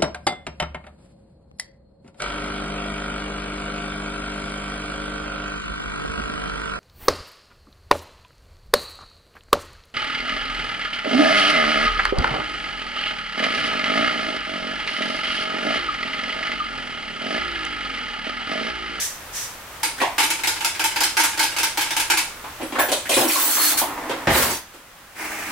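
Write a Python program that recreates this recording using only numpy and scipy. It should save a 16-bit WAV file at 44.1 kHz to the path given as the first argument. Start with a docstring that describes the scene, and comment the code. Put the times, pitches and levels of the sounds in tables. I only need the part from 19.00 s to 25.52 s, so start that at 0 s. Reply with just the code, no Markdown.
"""A small, hard kitchen, where someone rummages in a cutlery drawer a few metres from a microphone pair.
Utensils swish, and clack in their tray: chattering impacts excite damped resonances. Knocks excite the wood.
A blade is drawn out: stick-slip friction sets its steel modes ringing, and clinks ring a fork's modes.
The drawer rolls along its runners and slams, booming; cutlery slides over itself, the contents rebound,
and something brushes along the counter. Filtered noise supplies the quiet air of the room."""
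import sys
import numpy as np
from scipy import signal
from scipy.fft import rfft, irfft, next_fast_len
from scipy.io import wavfile

SR = 44100
rng = np.random.default_rng(int(sys.argv[2]) if len(sys.argv) > 2 else 0)


def dump_mix(stems):
    """Bounce the given channels to the path in sys.argv[1] as a 16-bit WAV at rate SR."""
    frames = np.atleast_2d(stems).T  # one column per channel
    limited = np.clip(frames, -1, 1)  # hard clip at full scale
    pcm = np.round(limited * 32767).astype(np.int16)
    wavfile.write(sys.argv[1], SR, pcm)


N = 287486
HZ = np.fft.rfftfreq(4096, 1 / SR)  # frequency axis of every response
TIME = np.arange(N) / SR

# Levels in the tables are relative: the gains of the functions are added to them.
# The drawer hitting its stop. Start in seconds, level in dB, treble against level in dB, chatter T60 in seconds.
SLAM = (5.272, -10.5, -18.5, 1)
# The blade dragged out, then its tip flicking free. 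Each row: start in seconds, length in seconds, level in dB.
DRAWS = [(4.276, .445, -19.3), (4.77, .02, -16.3)]
# Broad colour of the wooden drawer. Each row: frequency in Hz, relative density in dB per Hz.
WOOD = [(71, -58), (120, -16), (204, -21), (251, -3.5), (473, -8.5), (535, -2.5), (727, -6), (1070, -5),
        (1210, -15.5), (3240, -6.5), (5190, -12.5), (10200, -12.5), (16000, -25)]
# Broad colour of rubbed steel. Each row: frequency in Hz, relative density in dB per Hz.
STEEL = [(710, -30), (1200, 6), (3740, 2.5), (4310, 7), (5300, 3), (9210, 6), (11100, 7), (16000, 6.5)]


def tray(gain_db=29.5):
    """Impact excitation: each clack sounds the tray's hollow note and random damped resonances of a utensil."""
    # Broad colour of the tray. Each row: frequency in Hz, relative density in dB per Hz.
    tray_colour = [(120, -42), (200, -32), (320, -2), (430, -12), (720, -8.5), (900, -1), (1080, -7),
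                   (1500, -2.5), (1900, -4), (2300, -1), (4000, -0.5), (9500, -0.5), (13300, -4.5),
                   (16000, -8)]
    # Its resonances. Each row: frequency in Hz, width in Hz, lift in dB.
    tray_peaks = [(310, 40, 4.5), (1415, 100, 5), (1624, 127, 7), (2210, 270, 5.5), (2610, 90, 4),
                  (3050, 110, 4.5), (5050, 110, 6)]
    # Its hollow note, a close pair. Each row: frequency in Hz, width in Hz, full lift in dB.
    hollow_pair = [(860, 110, 7), (922, 95, 10)]
    # The ring of a really hard clack. Each row: frequency in Hz, width in Hz, full lift in dB.
    clank_peaks = [(1350, 500, 3)]
    out = np.zeros((2, N))
    response = body(tray_colour, tray_peaks)
    for s, db, treble_db in shakes():
        # heavy blows reach the tray's floor and sound its hollow note most
        hollow = np.interp(db, [-28, -12], [.5, .95]) * bumps(hollow_pair)
        utensil = bumps([(hz, 300, 3) for hz in rng.uniform(1800, 13000, size=8)])
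        clank = np.interp(db, [-14, -12], [0, 1]) * bumps(clank_peaks)
        struck = response + hollow + clank + utensil
        add(out, s, blow(struck, db + gain_db, treble_db, t60=.036, tick_db=-2))
    return out


def shakes():
    """Repeated impacts, yielded as (s, level dB, treble dB): brighter through a shake as loose steel catches up."""
    # Utensils clacking in the tray. Each row: time in seconds, level in dB.
    clack_rows = [(0.832, -15.3), (1.182, -12.5), (1.203, -16.5), (1.23, -16), (1.304, -16.5),
                  (1.436, -17.5), (1.473, -15), (1.607, -22), (1.647, -15), (1.795, -17), (1.841, -14),
                  (1.96, -17.5), (2.006, -14.5), (2.035, -14.5), (2.169, -12), (2.197, -14), (2.237, -14),
                  (2.376, -21.5), (2.394, -13), (2.429, -16), (2.565, -20), (2.585, -17), (2.632, -14.5),
                  (2.774, -16), (2.81, -18), (2.907, -19.5), (2.966, -16), (2.999, -17), (3.101, -11),
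                  (3.173, -14)]
    pause_s = .085  # a longer gap ends a shake
    gentle_db = -16  # a shake whose first clack is weaker is led by a faint nudge
    nudge_lead_s, nudge_db, nudge_treble_db = .046, -28, -12
    dull_db, bright_db = -9.5, -2.5
    clacks = np.array(clack_rows)
    shake_starts = np.flatnonzero(np.diff(clacks[:, 0]) > pause_s) + 1
    for shake in np.split(clacks, shake_starts):
        start, first_db = shake[0]
        if first_db < gentle_db:
            yield start - nudge_lead_s, nudge_db, nudge_treble_db
        # reversed, so that a lone clack is bright
        trebles_db = np.linspace(bright_db, dull_db, len(shake))[::-1]
        for (s, db), treble_db in zip(shake, trebles_db):
            yield s, db, treble_db


def drawer(gain_db=28, treble_db=7, octaves=0.54):
    """Local modal excitation: each spot on the wooden box favours its own register, the stiff ones most."""
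    # Blows on the wood. Each row: time in seconds, level in dB, treble against level in dB, favoured pitch in Hz.
    knock_rows = [(0.981, -28.5, -6, 1500), (1.003, -17, -11, 2000), (1.016, -12.7, -17, 920),
                  (3.44, -29.5, -19, 1100), (3.599, -26.5, -45, 250), (3.613, -23.5, -23, 340),
                  (3.723, -23.5, -21, 290), (3.755, -19.5, -21, 1400), (3.785, -15.5, -36, 660),
                  (3.788, -12, -9, 1600), (3.886, -20, -11, 270), (3.918, -13.3, -3, 525),
                  (4.056, -26, -6, 1860), (4.093, -13.5, -2, 516), (4.115, -16.5, -4, 2200),
                  (4.14, -18.5, -2, 3600), (4.168, -12, -45, 320), (4.205, -16, -23, 640),
                  (4.244, -16, -43, 290), (4.295, -20.5, -8, 2290), (4.356, -17.5, -5, 1100),
                  (4.569, -20, -10, 1300), (4.815, -17.5, -18, 880), (5.095, -19, -20, 400),
                  (5.74, -40, -8, 330)]
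    # Resonances of the wood. Each row: frequency in Hz, width in Hz, lift in dB.
    wood_peaks = [(324, 78, 3.6), (530, 41, 3.3), (700, 180, 1.05), (1400, 420, 2.4), (2480, 140, 1.3)]
    bump_t60, knock_t60 = .11, .055  # chatter of a dull bump and of a sharp knock, s
    out = np.zeros((2, N))
    response = body(WOOD, wood_peaks)
    for s, db, bright_db, hz in knock_rows:
        focus_db = np.interp(hz, [500, 1600], [10, 17])
        distance = np.log2((HZ + 1) / hz) / octaves
        spot = focus_db * np.exp(-distance ** 2)
        t60 = np.interp(bright_db, [-40, -18], [bump_t60, knock_t60])
        add(out, s, blow(response + spot, db + gain_db, bright_db + treble_db, t60, tick_db=-4))
    return out


def slam(gain_db=31.6, treble_db=15, boom_db=-.5):
    """Panel modes: the drawer front strikes the cabinet, whose panels boom as decaying sinusoids."""
    # Broad colour of the cabinet. 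Each row: frequency in Hz, relative density in dB per Hz.
    cabinet_colour = [(18, -40), (30, -9), (233, -1.5), (415, -2), (512, -1), (684, -4.5), (780, 0),
                      (988, -6), (1910, -4), (4190, -14.5), (11400, -29), (14000, -33), (16000, -31)]
    # Panel modes. Each row: frequency in Hz, level in dB, T60 in seconds.
    boom_modes = [(64.2, -28, 0.71), (78, -30, .5), (109.7, -27, 0.5), (157, -20.5, .4), (239, -22, 0.28),
                  (323, -22, .25)]
    out = np.zeros((2, N))
    t = np.arange(SR) / SR
    s, db, bright_db, t60 = SLAM
    add(out, s, blow(body(cabinet_colour), db + gain_db, bright_db + treble_db, t60, tick_db=-5))
    boom = np.zeros(len(t))
    for hz, mode_db, ring in boom_modes:
        boom += amp(mode_db - 60 * t / ring) * np.sin(2 * np.pi * (hz * t + rng.random()))
    onset = 1 - np.exp(-t / 0.0029)
    add(out, s, amp(boom_db) * boom * onset)
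    return out


def rebounds(gain_db=28, treble_db=-6, count=3):
    """Inelastic rebound: thrown forward by the slam, the contents bump the drawer's front, weaker each time."""
    spacing_s, first_db, loss_db, chatter_t60 = .074, -17, 3.5, .18
    out = np.zeros((2, N))
    response = body(WOOD, [(1400, 1200, 11)])
    for k in range(count):
        s = SLAM[0] + (k + 1) * spacing_s
        db = first_db - k * loss_db
        add(out, s, blow(response, db + gain_db, treble_db, chatter_t60, tick_db=-6))
    return out


def blade(rub_db=-3, ring_db=-.5, flick_db=-10, ring_share=.87, bend_db=0):
    """Friction-driven vibration: a blade dragged over other steel rubs brightly and rings in its modes."""
    # High modes of the blade. Each row: frequency in Hz, relative level in dB.
    blade_modes = [(5873, -48), (6175, -40.5), (7639, -42), (8096, -39), (9830, -44), (10427, -45),
                   (11106, -37.5), (11429, -38), (12209, -45), (12678, -38), (13060, -42), (14126, -37),
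                   (15122, -30.5), (15601, -38), (15665, -48)]
    # The blade catching and singing in its low bending mode. Each row: start in seconds, level in dB.
    catch_rows = [(4.29, -32), (4.48, -35), (4.565, -27), (4.62, -27), (4.7, -34)]
    bend_hz, catch_s = 4312, .095
    ring_rise_s, ring_sag, ring_stop = .23, 8, 150  # s, dB/s, dB/s
    rub = friction(body(STEEL), per_s=900, spread_db=3) * dragging() * waver(depth_db=1.2, per_s=30)
    modes = sum(amp(db) * sing(hz, width_hz=45) for hz, db in blade_modes)
    # the ringing builds slowly and begins to die before the rubbing stops
    start, length, db = DRAWS[0]
    ringing = stroke(start, ring_share * length, db + ring_db, ring_rise_s, ring_sag, ring_stop)
    start, length, db = DRAWS[1]
    ringing += stroke(start, length, db + flick_db, length, ring_sag, ring_stop)
    out = amp(rub_db) * rub + evened(modes) * ringing
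    t = np.arange(round(catch_s * SR)) / SR
    swell = np.sin(np.pi * t / catch_s) ** 2
    for s, db in catch_rows:
        tone = np.sin(2 * np.pi * (bend_hz * t + .3 * rng.random((2, 1))))
        add(out, s, amp(db + bend_db) * np.sqrt(2) * tone * swell)
    return out


def dragging():
    """Friction gain of the blade: it starts at once, grows as the blade comes out, and stops quickly."""
    rise_s, swell_db_per_s, stop_db_per_s = .008, 9, 220
    return sum(stroke(*draw, rise_s, -swell_db_per_s, stop_db_per_s) for draw in DRAWS)


def sing(hz, width_hz):
    """Noise-driven resonance: one steel mode kept ringing by friction, swelling as the contact point moves."""
    pole = np.exp((2j * np.pi * hz - np.pi * abs(width_hz)) / SR)
    swell = waver(depth_db=4, per_s=20)
    ring = signal.lfilter([1], [1, -pole], rng.standard_normal((2, N))).real
    return evened(ring * swell)


def cutlery(slide_db=-2, ping_db=-9, swish_db=0):
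    """Friction and micro-impacts: loose pieces slide and jingle, also while the blade drags past them."""
    # Loose cutlery sliding over itself. Each row: start in seconds, length in seconds, level in dB.
    slide_rows = [(4.08, .19, -16.5), (5.285, .29, -15.7)]
    # A hand swishing lightly among the utensils. Each row: start in seconds, length in seconds, level in dB.
    swish_rows = [(-.03, .085, -23), (.321, .125, -27.7)]
    # Broad colour of a swish. Each row: frequency in Hz, relative density in dB per Hz.
    swish_colour = [(710, -48), (1200, -7), (1510, -6), (1700, 5), (2320, -0.5), (3790, 1.5), (4220, -0.5),
                    (5900, 8), (14500, -3), (16000, -19)]
    # strokes: rise in s, sag in dB/s, stop in dB/s
    sliding = sum(stroke(*row, .1, 66, 230) for row in slide_rows)
    swishing = sum(stroke(*row, .045, 28, 145) for row in swish_rows)
    slide = friction(body(STEEL), per_s=500, spread_db=3) * sliding
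    pings = jingle() * (sliding + .6 * dragging())
    swish = hiss(body(swish_colour, [(5950, 250, 4), (7640, 150, 3)])) * swishing
    return amp(slide_db) * slide + amp(ping_db) * pings + amp(swish_db) * swish


def jingle(count=1100, t60=0.18):
    """Micro-impacts: small touches between loose pieces, each a decaying ping at a pitch of its own."""
    out = np.zeros((2, N))
    t = np.arange(SR // 6) / SR
    for when, pitch, size, *phase in rng.random((count, 5)):
        hz = 3000 + 12500 * pitch ** 1.3
        ping = np.sin(2 * np.pi * (hz * t + np.array(phase)[:, None]))
        add(out, when * N / SR, ping * amp(9.6 * size - 60 * t / t60))
    return evened(out)


def fork(gain_db=-1, t60=0.4, spread_db=3, beat_hz=25):
    """Modal beating: a fork struck by its neighbours rings in close pairs of modes, scaled for each piece."""
    # Clinks. Each row: time in seconds, level in dB, pitch factor of the piece.
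    clink_rows = [(3.625, -35, 0.75), (3.791, -18.5, 1), (3.921, -28, 0.58), (4.057, -42, 0.97),
                  (4.138, -18, 0.7), (4.283, -20, 0.96), (4.774, -26, 0.73), (5.5, -28, .44)]
    # Modes at pitch factor 1. Each row: frequency in Hz, relative level in dB.
    fork_modes = [(5857, -12), (7687, -8), (10379, -4), (11111, -7), (12209, -5), (13630, -8), (13802, -2),
                  (14125, -11), (15137, -3)]
    out = np.zeros((2, N))
    t = np.arange(SR // 2) / SR
    onset = 1 - np.exp(-t / 0.0035)
    hz, db = np.transpose(fork_modes)
    for s, strength_db, pitch in clink_rows:
        # axes: ear, member of the pair, mode, time
        size, detune, phase = rng.standard_normal((3, 2, 2, len(hz), 1))
        mode_hz = pitch * hz[:, None] + beat_hz * detune
        modes = amp(db[:, None] + spread_db * size) * np.sin(2 * np.pi * (mode_hz * t + phase))
        decay = amp(strength_db + gain_db - 60 * t / t60)
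        add(out, s, evened(modes.sum((1, 2))) * decay * onset)
    return out


def rubbing(roll_db=-4, brush_db=0):
    """Structure-borne friction: the runners rumble through the drawer's wood; later a soft brush on the counter."""
    # The drawer pushed along its runners at an even pace. Start in seconds, length in seconds, level in dB.
    roll_row = (4.3, 1.0, -27.2)
    # Something brushing along the counter. Start in seconds, length in seconds, level in dB.
    brush_row = (6.142, .4, -28)
    # Broad colour of the runners. Each row: frequency in Hz, relative density in dB per Hz.
    runner_colour = [(88, -48), (150, -25.5), (303, -6), (422, -9), (689, -6.5), (790, -4), (960, -5.5),
                     (2060, -12.5), (4160, -32), (8230, -32), (16000, -44)]
    # Broad colour of the counter. Each row: frequency in Hz, relative density in dB per Hz.
    counter_colour = [(120, -45), (200, -7.5), (273, -15), (311, -6.5), (432, -12), (509, -9.5),
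                      (635, -9.5), (867, -4.5), (1140, -7.5), (2210, -1.5), (3760, -20), (5230, -15),
                      (13800, -19.5), (16000, -14)]
    roll = friction(body(runner_colour, [(302, 56, 8.3)]), per_s=250, spread_db=3.5)
    roll *= stroke(*roll_row, rise_s=.09, sag_db_per_s=.5, stop_db_per_s=300)
    brush = friction(body(counter_colour, [(310, 70, 4)]), per_s=870, spread_db=3.5)
    brush *= stroke(*brush_row, rise_s=.08, sag_db_per_s=11, stop_db_per_s=300)
    return amp(roll_db) * roll + amp(brush_db) * brush


def air():
    """Coloured stationary noise: the room's own sound, whose level dips twice, quickly, and recovers slowly."""
    # Broad colour of the room noise. Each row: frequency in Hz, relative density in dB per Hz.
    air_colour = [(12, -65), (20, -2.5), (91, -4), (177, -9.5), (270, -8.5), (357, -10), (558, -7),
                  (678, -7), (1090, -5), (1190, -3.5), (3630, -12.5), (4180, -14.5), (11400, -18),
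                  (16000, -18.5)]
    # Dips in level. Each row: start in seconds, hold in seconds, depth in dB.
    dip_rows = [(4.24, .03, 21), (5.4, .6, 7.5)]
    level_db, fall_s, recover_s = -37.7, .09, .42
    dip_db = np.zeros(N)
    for s, hold, depth in dip_rows:
        corners = s + np.cumsum([0, fall_s, abs(hold), recover_s])
        dip_db += np.interp(TIME, corners, [0, depth, depth, 0])
    return hiss(body(air_colour)) * amp(level_db - dip_db) * waver(depth_db=.5, per_s=12)


def blow(response, db, treble_db, t60, tick_db):
    """Source-filter impact: a first contact and a dying chatter, coloured by the struck body and the room."""
    t = np.arange(SR // 4) / SR
    contacts = rng.standard_normal(len(t)) * (rng.random(len(t)) < .04)
    chatter = contacts * amp(-60 * t / max(t60, .005))
    # the treble setting acts in full from 9 kHz, not at all below 2 kHz
    hardness = np.clip(np.log(HZ / 2000 + 1e-6) / np.log(9000 / 2000), 0, 1)
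    # the chatter and the first contact each have echoes of their own
    force = signal.fftconvolve(chatter[None] / np.linalg.norm(chatter), kitchen(), axes=1)
    add(force, 0, amp(tick_db) * kitchen())
    sound = signal.fftconvolve(force, causal(response + treble_db * hardness)[None], axes=1)
    return amp(db) * np.sqrt(2) * sound / np.linalg.norm(sound)


def friction(response, per_s, spread_db):
    """Stick-slip: countless tiny slips of uneven size, scattered over three spots in the room."""
    out = np.zeros((2, N))
    for spot in range(3):
        slips = rng.standard_normal(N) * (rng.random(N) < per_s / SR)
        slips *= amp(spread_db * np.minimum(rng.exponential(1, N), 4))
        path = signal.fftconvolve(kitchen(), causal(response)[None], axes=1)
        out += signal.oaconvolve(slips[None], path, axes=1)[:, :N]
    return evened(out)


def stroke(start, length, db, rise_s, sag_db_per_s, stop_db_per_s):
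    """Friction follows speed: the gain of a movement gathers, sags (or swells if negative), and dies away."""
    t = TIME - start
    sag_db = sag_db_per_s * np.clip(t - rise_s, 0, length)
    stop_db = abs(stop_db_per_s) * np.maximum(t - length, 0)
    return np.clip(t / rise_s, 0, 1) * amp(db - (sag_db + stop_db))


def kitchen(direct_db=-10, early_db=-17):
    """Room impulse response: direct sound, reflections off counter and doors, then a dense decaying tail."""
    # Reverberation. Each row: frequency in Hz, T60 in seconds.
    room_t60 = [(100, 0.28), (500, 0.28), (1400, 0.35), (4000, 0.38), (10000, 0.36), (16000, 0.083)]
    taps = rng.choice([-1., 1.], (2, 16384)) * (rng.random((2, 16384)) < .2)
    hz, t, z = signal.stft(paired(taps), SR, nperseg=256)
    decay = amp(-60 * t / read(room_t60, hz)[:, None])
    tail = signal.istft(z * decay, SR, nperseg=256)[1]
    tail /= np.linalg.norm(tail[0])
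    early = np.zeros_like(tail)
    delays = rng.integers(50, 1000, (2, 8))  # samples
    np.put_along_axis(early, delays, rng.choice([-1., 1.], (2, 8)), 1)
    response = tail + amp(early_db) * paired(early)
    response[:, 0] += amp(direct_db)
    return response / np.linalg.norm(response[0])


def paired(x):
    """Spatial coherence: two unrelated signals become a microphone pair, alike in the bass but not the treble."""
    # Coherence of the pair. Each row: frequency in Hz, left-right correlation.
    coherence = [(60, 0.98), (300, 0.96), (700, .76), (1400, 0.55), (2800, 0.3), (5600, 0.039),
                 (16000, 0.084)]
    size = x.shape[1]
    same = np.clip(read(coherence, np.fft.rfftfreq(size, 1 / SR)), -1, 1)
    mid, side = rfft(x) * np.sqrt([(1 + same) / 2, (1 - same) / 2])
    return irfft([mid + side, mid - side], size)


def hiss(response):
    """Filtered white noise: steady coloured noise at both microphones."""
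    noise = paired(rng.standard_normal((2, next_fast_len(N + 4096))))
    return evened(signal.oaconvolve(noise, causal(response)[None], "valid", axes=1)[:, :N])


def waver(depth_db, per_s):
    """Slow amplitude modulation: a random gain, interpolated between knots."""
    knots = rng.standard_normal(2000)
    return amp(depth_db * np.interp(TIME * per_s, np.arange(len(knots)), knots))


def body(spectrum, peaks=()):
    """Frequency response of an object in dB: broad colour plus its resonances."""
    return read(spectrum, HZ) + bumps(peaks)


def bumps(peaks):
    """Resonance curves: the summed dB lift of peaks given as (Hz, width Hz, lift dB)."""
    return sum(db / (1 + (2 * (HZ - f) / width) ** 2) for f, width, db in peaks)


def causal(db):
    """Minimum phase: the causal impulse response, of energy 1, that has this dB response."""
    log_gain = np.log(amp(np.maximum(db - db.max(), -100)))
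    both_sides = np.r_[log_gain, log_gain[-2:0:-1]]
    # the phase is the Hilbert transform of the log gain
    spectrum = np.exp(np.conj(signal.hilbert(both_sides)))
    taps = np.fft.ifft(spectrum).real
    return taps / np.linalg.norm(taps)


def read(points, hz):
    """Logarithmic frequency scale: interpolates a table along it."""
    f, value = np.transpose(points)
    return np.interp(np.log(hz + 1), np.log(f + 1), value)


def amp(db):
    """Decibel law: decibels to amplitude gain."""
    return 10 ** (np.asarray(db) / 20)


def evened(x):
    """Root-mean-square normalization: scales to rms 1."""
    return x / np.sqrt(np.mean(x ** 2) + 1e-20)


def add(mix, s, sound):
    """Superposition: mixes a sound in at time s."""
    part = mix[..., max(round(s * SR), 0):][..., :sound.shape[-1]]
    part += sound[..., :part.shape[-1]]


def scene():
    """Superposition of blows, friction, ringing steel and room noise, the right channel slightly louder."""
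    blows = tray() + drawer() + slam() + rebounds()
    steel = blade() + cutlery() + fork()
    return (blows + steel + rubbing() + air()) * amp([[-.2], [.2]])


def record(dry, ceiling=1.0):
    """Saturation and band limit: soft limiting of the peaks, then a low-pass filter."""
    edge_hz = 15900
    limited = ceiling * np.tanh(dry / ceiling)
    low_pass = signal.firwin(511, edge_hz, window=("kaiser", 8), fs=SR)
    return signal.oaconvolve(limited, low_pass[None], "same")


dry = scene()
out = record(dry)
dump_mix(out)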